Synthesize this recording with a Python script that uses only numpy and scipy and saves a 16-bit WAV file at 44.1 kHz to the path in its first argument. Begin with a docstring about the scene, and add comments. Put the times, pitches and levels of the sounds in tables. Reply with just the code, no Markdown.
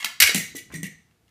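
"""Reloading a pistol

Small catches click, a fresh magazine is slapped home in a double clack, and the dropped steel magazine
bounces and rattles on the carpet. Hard parts give a crack of noise and a ring; soft blows give low thuds
that sag in pitch, and scuffs are short rustles. The quiet room answers with a short tail of reflections,
over a low rumble and a faint hush of steady noise."""
import sys
import numpy as np
from scipy import signal
from scipy.fft import rfft, irfft
from scipy.io import wavfile

SR = 44100
rng = np.random.default_rng(int(sys.argv[2]) if len(sys.argv) > 2 else 0)


def wrap_up_sound(samples):
    """Save the sound to the file named by the first command line argument, as 16-bit audio."""
    columns = np.atleast_2d(samples).T
    # keep every value between -1 and 1, then stretch to whole-number steps
    tamed = np.clip(columns, -1, 1)
    steps = np.round(tamed * 32767).astype(np.int16)
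    wavfile.write(sys.argv[1], SR, steps)


def magnitude_from_level(level_db):
    """Linear magnitude for a level in decibels (20 dB per decade)."""
    exponent = np.asarray(level_db, float) / 20
    return 10 ** exponent


N = 57330  # length of the scene in samples


def curve(points, hz):
    """Reads (Hz, value) points on a log-frequency axis."""
    p = np.array(points, float)
    return np.interp(np.log(hz + 0.00087), np.log(p[:, 0]), p[:, 1])


def unit(x):
    """Scales to rms 1."""
    return x / np.sqrt(np.mean(x ** 2))


def highpass(x, order, hz):
    """Takes away the sound below hz."""
    return signal.sosfilt(signal.butter(order, hz, "high", fs=SR, output="sos"), x)


def colour(x, points, tilt_db=0., tilt_from_hz=200):
    """Gives a sound a spectrum, with mean power gain 1; the tilt (dB per octave) is flat below tilt_from_hz."""
    hz = np.linspace(0, SR / 2, 1025)
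    tilt = tilt_db * np.log2(np.maximum(hz, tilt_from_hz) / 3000)
    gain = unit(magnitude_from_level(curve(points, hz) + tilt))
    # fold the cepstrum (spectrum of the log gain) so that the filter never sounds before its input
    cepstrum = irfft(np.log(gain))
    cepstrum[1:1024] *= 2
    cepstrum[1025:] = 0
    response = irfft(np.exp(rfft(cepstrum)))
    return signal.fftconvolve(x, response)[:len(x)]


def fade(t, t60):
    """Falls 60 dB in t60 s."""
    return np.exp(-np.log(1000) * t / max(t60, 1e-3))


def burst(rise, t60):
    """Chattering contact: grainy noise that rises in rise s and fades."""
    t = np.arange(SR // 2) / SR
    grain_samples, rattle_db = 20, 2.2
    strengths = np.minimum(rng.exponential(size=len(t) // grain_samples + 1), 3.5)
    grain = np.repeat(strengths, grain_samples)[:len(t)]
    chatter = rng.standard_normal(len(t)) * unit(magnitude_from_level(rattle_db * grain))
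    return chatter * np.minimum(t / max(rise, 1e-4), 1) * fade(t, t60)


def ring(x, modes, tilt_db=0., low_hz=1400, depth=1.6):
    """Each blow finds the modes with other strengths; hands, carpet and loose parts make them waver."""
    t, bell = np.arange(len(x)) / SR, 0
    waver_share, scatter_db = .07, 1.0  # waver rate as a share of the mode's pitch; spread of strengths
    for hz, db, t60 in modes:
        strength_db = db + scatter_db * rng.standard_normal() + tilt_db * np.log2(hz / 3000)
        luck = rng.standard_normal((2, 600))
        knots = np.arange(luck.shape[1]) / (waver_share * hz)
        # the complex waver moves both the strength and the phase of the mode
        waver = 1 + depth * (np.interp(t, knots, luck[0]) + 1j * np.interp(t, knots, luck[1]))
        tone = (waver * np.exp(2j * np.pi * hz * t)).real
        bell = bell + magnitude_from_level(strength_db) * fade(t, t60) * tone
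    return highpass(signal.fftconvolve(x, bell)[:len(x)], 3, low_hz)


def steady(points):
    """Endless noise of a given colour, rms 1."""
    settle = 2048  # samples dropped while the filter starts up
    return unit(colour(rng.standard_normal(N + settle), points)[settle:])


def add(out, s, x):
    """Mixes x in at time s."""
    i = max(int(s * SR), 0)
    out[i:i + len(x)] += x[:N - i]


def strike(blows, crack, modes, low_hz, depth):
    """Hard parts hit: a crack of broad noise, which also sets the struck parts ringing."""
    out = np.zeros(N)
    for s, db, t60, tilt_db, ring_db in blows:
        contact = burst(.0009, t60)
        noise = colour(contact, crack, tilt_db)
        bell = ring(contact, modes, low_hz=low_hz, depth=depth)
        add(out, s, magnitude_from_level(db) * (noise + magnitude_from_level(ring_db - 30) * bell))
    return out


# The fresh magazine slapped home. 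Each row: start in seconds, level in dB, time to fall 60 dB in seconds,
# tilt of the crack in dB per octave, ring in dB (strike takes a further 30 dB off the ring).
MAGAZINE_CLACKS = [(0.201, -4.5, 0.044, 5, -9.5), (.205, -12.5, 0.072, 2.5, -4),
                   (0.2151, -16.5, 0.085, 2.5, -9.5), (.2212, -3.5, 0.049, 6, -1.5),
                   (.227, -7, 0.047, 3, -3.5), (.237, -11.5, 0.024, -2, 2.5), (.272, -15.5, .05, 2.5, -1),
                   (0.2937, -21.5, 0.078, 0.5, 3)]
# Colour of the crack. Each row: frequency in Hz, relative strength in dB per Hz.
GUN_CRACK_COLOUR = [(180, -65.5), (300, -28.5), (1480, -5), (2280, 1), (3460, -7.5), (4300, -5),
                    (7440, -14.5), (13300, -15.5), (15200, -24), (16000, -50)]
# Ringing tones of the gun. Each row: frequency in Hz, strength in dB, time to fall 60 dB in seconds.
GUN_TONES = [(1652, -0.5, 0.034), (1900, -7, 0.033), (2130, -1, 0.1), (2170, -6.5, .12), (2292, -7.5, 0.18),
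             (2311, -8, 0.15), (2934, -4.5, .03), (3280, -12.5, 0.026), (3907, -6, 0.066),
             (4378, -7.5, 0.014), (5750, -6.5, 0.081), (7770, -9.5, 0.021)]


def magazine_clack():
    """The fresh magazine hits the gun: noisy cracks, with the gun's parts ringing behind them."""
    return strike(MAGAZINE_CLACKS, GUN_CRACK_COLOUR, GUN_TONES, low_hz=1400, depth=.7)


# The magazine catch and small shifts of the grip. Each row: start in seconds, level in dB, time to fall
# 60 dB in seconds, tilt of the crack in dB per octave, ring in dB (strike takes a further 30 dB off the ring).
CATCH_CLICKS = [(0., -46.5, 0.45, 0, 4), (.0268, -31.5, 0.037, -5, 1.5), (.0448, -14, 0.031, 0.5, -13.5),
                (.056, -25.5, 0.045, 1, -2.5), (.997, -68, 0.015, 11, -14), (1.11, -63.5, .03, -4.5, -5),
                (1.28, -57.5, .02, -3, -11), (1.29, -61, 0.024, 1, -2.5)]
# Colour of the click. 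Each row: frequency in Hz, relative strength in dB per Hz.
CATCH_CRACK_COLOUR = [(120, -48.5), (200, -21), (500, -28.5), (1040, -8.5), (1980, -14.5), (2800, -3),
                      (7140, -13.5), (13300, -17.5), (15100, -19), (16000, -37.5)]
# Ringing tones of the catch. Each row: frequency in Hz, strength in dB, time to fall 60 dB in seconds.
CATCH_TONES = [(1123, -9.5, .04), (1740, -1, .05), (2010, -3.5, 0.15), (2150, 1.5, .04), (2720, -5, .04),
               (3200, -5, 0.067), (6600, -3.5, .03)]


def catch_clicks():
    """Small parts snap or shift: short cracks, with strongly wavering tones behind them."""
    return strike(CATCH_CLICKS, CATCH_CRACK_COLOUR, CATCH_TONES, low_hz=800, depth=1.6)


# The dropped magazine rattling on the carpet. Each row: start in seconds, level in dB, rise in seconds,
# time to fall 60 dB in seconds, tilt in dB per octave, ring in dB.
MAGAZINE_BOUNCES = [(.3456, -15.5, 0.00068, 0.038, 1, -40.5), (.354, -19.5, 0.0036, 0.13, 1, -35),
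                    (.374, -29.5, 0.0031, 0.26, 4, -29.5), (.551, -35.5, 0.0039, 0.059, 3, -26),
                    (.5615, -27.5, 0.0053, 0.057, 5, -35.5), (.575, -33, 0.012, 0.11, 0.5, -36),
                    (.72, -48, 0.0044, 0.15, -1, -26.5), (0.7384, -39.5, .003, 0.13, 0, -27),
                    (.752, -42, 0.0012, 0.13, 13, -33), (.8305, -29, 0.00083, 0.022, 4.5, -27),
                    (.838, -36, 0.0065, 0.084, -2, -30), (.849, -41, 0.0033, .08, 0, -29.5),
                    (.864, -34.5, 0.0032, 0.032, 4, -31), (.915, -68.5, 0.018, 0.12, -16, -20)]
# Colour of the rattle. Each row: frequency in Hz, relative strength in dB per Hz.
MAGAZINE_CRACK_COLOUR = [(100, -24), (500, -7.5), (1100, -47), (1500, -13), (2000, 5.5), (4000, -1.5),
                         (5100, -4), (7000, -2.5), (11000, -4.5), (16000, -11.5)]
# Ringing tones of the steel tube. Each row: frequency in Hz, strength in dB, time to fall 60 dB in seconds.
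MAGAZINE_TONES = [(1870, -2, .12), (1960, -2, .15), (2010, 0, .15), (2250, -3, .12), (2870, -9, .04),
                  (3450, -11, .035), (4010, -11, .03), (5900, -8, .05), (6250, -11, .03), (6560, -10, .035),
                  (7500, -14, .025), (8600, -11, .025)]


def dropped_magazine():
    """The loose spring and follower chatter and ring the thin steel tube."""
    out = np.zeros(N)
    for s, db, rise, t60, tilt_db, ring_db in MAGAZINE_BOUNCES:
        chatter = burst(rise, t60)
        rattle = colour(chatter, MAGAZINE_CRACK_COLOUR, tilt_db, 1900)
        tube = ring(chatter, MAGAZINE_TONES, tilt_db, 1800)
        add(out, s, magnitude_from_level(db) * (rattle + magnitude_from_level(ring_db) * tube))
    return out


# Soft blows on floor and palm. Each row: start in seconds, level in dB, pitch settled on in Hz,
# time to fall 60 dB in seconds, knock in dB.
SOFT_BLOWS = [(0.046, -50.5, 226, 0.013, -32), (0.203, -50, 60, .08, -35), (0.223, -31, 74, 0.11, -31),
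              (0.2232, -21, 515, 0.011, -31), (.2925, -21.5, 405, 0.015, -23.5),
              (0.3471, -17.5, 191, 0.055, -11), (0.376, -23.5, 161.4, 0.067, -20),
              (0.5489, -31.5, 257, 0.031, -11.5), (0.699, -46, 81, 0.16, -12),
              (.736, -32, 323, 0.068, -17.5), (0.742, -32.5, 158.8, 0.47, -38),
              (0.769, -35, 166, 0.051, -31), (0.779, -38, 280, 0.13, -25), (0.83, -22.5, 186, 0.05, -23),
              (0.862, -36.5, 179.5, 0.054, -19)]
# Colour of the dull knock inside each thud. Each row: frequency in Hz, relative strength in dB per Hz.
KNOCK_COLOUR = [(100, -15), (250, 3), (700, -8.5), (1100, -17.5), (3000, -38.5)]


def thuds():
    """A padded blow: a few damped cycles that sag in pitch, with a dull knock."""
    out, t = np.zeros(N), np.arange(SR // 2) / SR
    for s, db, hz, t60, knock_db in SOFT_BLOWS:
        # the pitch starts 45 % high and sags to hz
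        cycles = hz * (t + .15 / hz * (1 - np.exp(-t * hz * 3)))
        onset = np.minimum(t * hz * 3, 1)
        boom = -np.sin(2 * np.pi * cycles) * fade(t, t60) * onset
        knock = colour(burst(0.00033, t60), KNOCK_COLOUR)
        knock = knock / np.sqrt(np.mean(knock[:400] ** 2))  # rms 1 over its first 400 samples
        add(out, s, magnitude_from_level(db) * (boom + magnitude_from_level(knock_db) * knock))
    return highpass(out, 2, 50)


# Dull scuffs of cloth or carpet. Each row: start in seconds, level in dB, length in seconds
# (a scuff falls 60 dB in three times this), centre in Hz.
CLOTH_SCUFFS = [(.7005, -45, .018, 950), (.7135, -42, .02, 1200)]


def scuffs():
    """Rubbing makes short rustles: grainy noise kept to a band in the middle range."""
    out = np.zeros(N)
    for s, db, length, hz in CLOTH_SCUFFS:
        band = [(hz / 3, -18), (hz * 0.81, -2), (hz * 1.96, 0), (hz * 3, -20), (hz * 9, -40)]
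        add(out, s, magnitude_from_level(db) * colour(burst(0.003, 3 * length), band))
    return out


# How the room dies away. Each row: band centre in Hz, time to fall 60 dB in seconds, level in dB.
ROOM_BANDS = [(100, 0.22, -3), (250, .3, -3.5), (587, 0.35, -4), (1290, 0.47, -4.5), (2200, 0.38, -5.5),
              (4000, 0.47, -6.5), (6980, 0.39, -5.5), (11000, 0.25, -6.5), (14900, .26, -9)]


def room(x):
    """Dense reflections that die away band by band."""
    t = np.arange(SR // 2) / SR
    gap_s, rise_s = .004, 0.0034  # silence before the first reflection, then its rise
    noise, hz = rfft(rng.standard_normal(len(t))), np.fft.rfftfreq(len(t), 1 / SR)
    onset = np.clip((t - gap_s) / rise_s, 0, 1)
    tail = 0
    for k, (_, t60, db) in enumerate(ROOM_BANDS):
        # each band blends into its neighbours
        share = curve([(row[0], j == k) for j, row in enumerate(ROOM_BANDS)], hz)
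        band = irfft(noise * share, len(t)) * fade(t, t60)
        even = np.sqrt(2 * np.log(1000) / t60 / SR)  # makes up for long fades holding more energy
        tail = tail + magnitude_from_level(db) * band * even
    return signal.fftconvolve(x, tail * onset)[:N]


# Loudness of the rumble over time. Each row: time in seconds, rms level in dB.
RUMBLE_LEVEL = [(0, -87), (.2, -65), (.35, -52.5), (.5, -54), (.65, -60.5), (.75, -48.5), (.95, -60),
                (1.052, -70), (1.3, -76)]
# Colour of the rumble. Each row: frequency in Hz, relative strength in dB per Hz.
RUMBLE_SPECTRUM = [(20, -26), (55, -3.5), (90, -4), (200, 0.5), (350, -12), (800, -43), (4000, -70.5)]


def weight_rumble():
    """Low noise swells and sinks while the body shifts its weight."""
    level_db = np.interp(np.arange(N) / SR, *np.array(RUMBLE_LEVEL).T)
    return magnitude_from_level(level_db) * steady(RUMBLE_SPECTRUM)


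# Colour of the hush. Each row: frequency in Hz, relative strength in dB per Hz.
HUSH_COLOUR = [(12, -64.5), (20, -33.5), (49, -5.5), (116, -1.5), (399, -14.5), (485, -11.5), (558, -26),
               (678, -14), (1000, -22.5), (1120, -19.5), (1530, -21), (14700, -32), (16000, -49)]


def hush():
    """Faint steady noise, strongest in the lows, at -66.5 dB rms."""
    return magnitude_from_level(-66.5) * steady(HUSH_COLOUR)


def scene():
    """All blows, their room, the rumble and the hush."""
    dry = magazine_clack() + catch_clicks() + dropped_magazine() + thuds() + scuffs()
    return (dry + room(dry) + weight_rumble() + hush())[None]


def low_pass(x):
    """Removes everything above the highest recorded frequency."""
    return signal.sosfilt(signal.butter(12, 16470, fs=SR, output="sos"), x)


def record(dry):
    """Rounds off the loudest peaks and cuts the top in two steps."""
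    rounded = np.tanh(1.35 * dry) / 1.35
    gentle_cut = signal.ellip(8, .2, 36, 15500, fs=SR, output="sos")
    steep_cut = signal.ellip(10, .2, 70, 16300, fs=SR, output="sos")
    mix = signal.sosfilt(steep_cut, signal.sosfilt(gentle_cut, rounded))
    return low_pass(mix)


dry = scene()
out = record(dry)
wrap_up_sound(out)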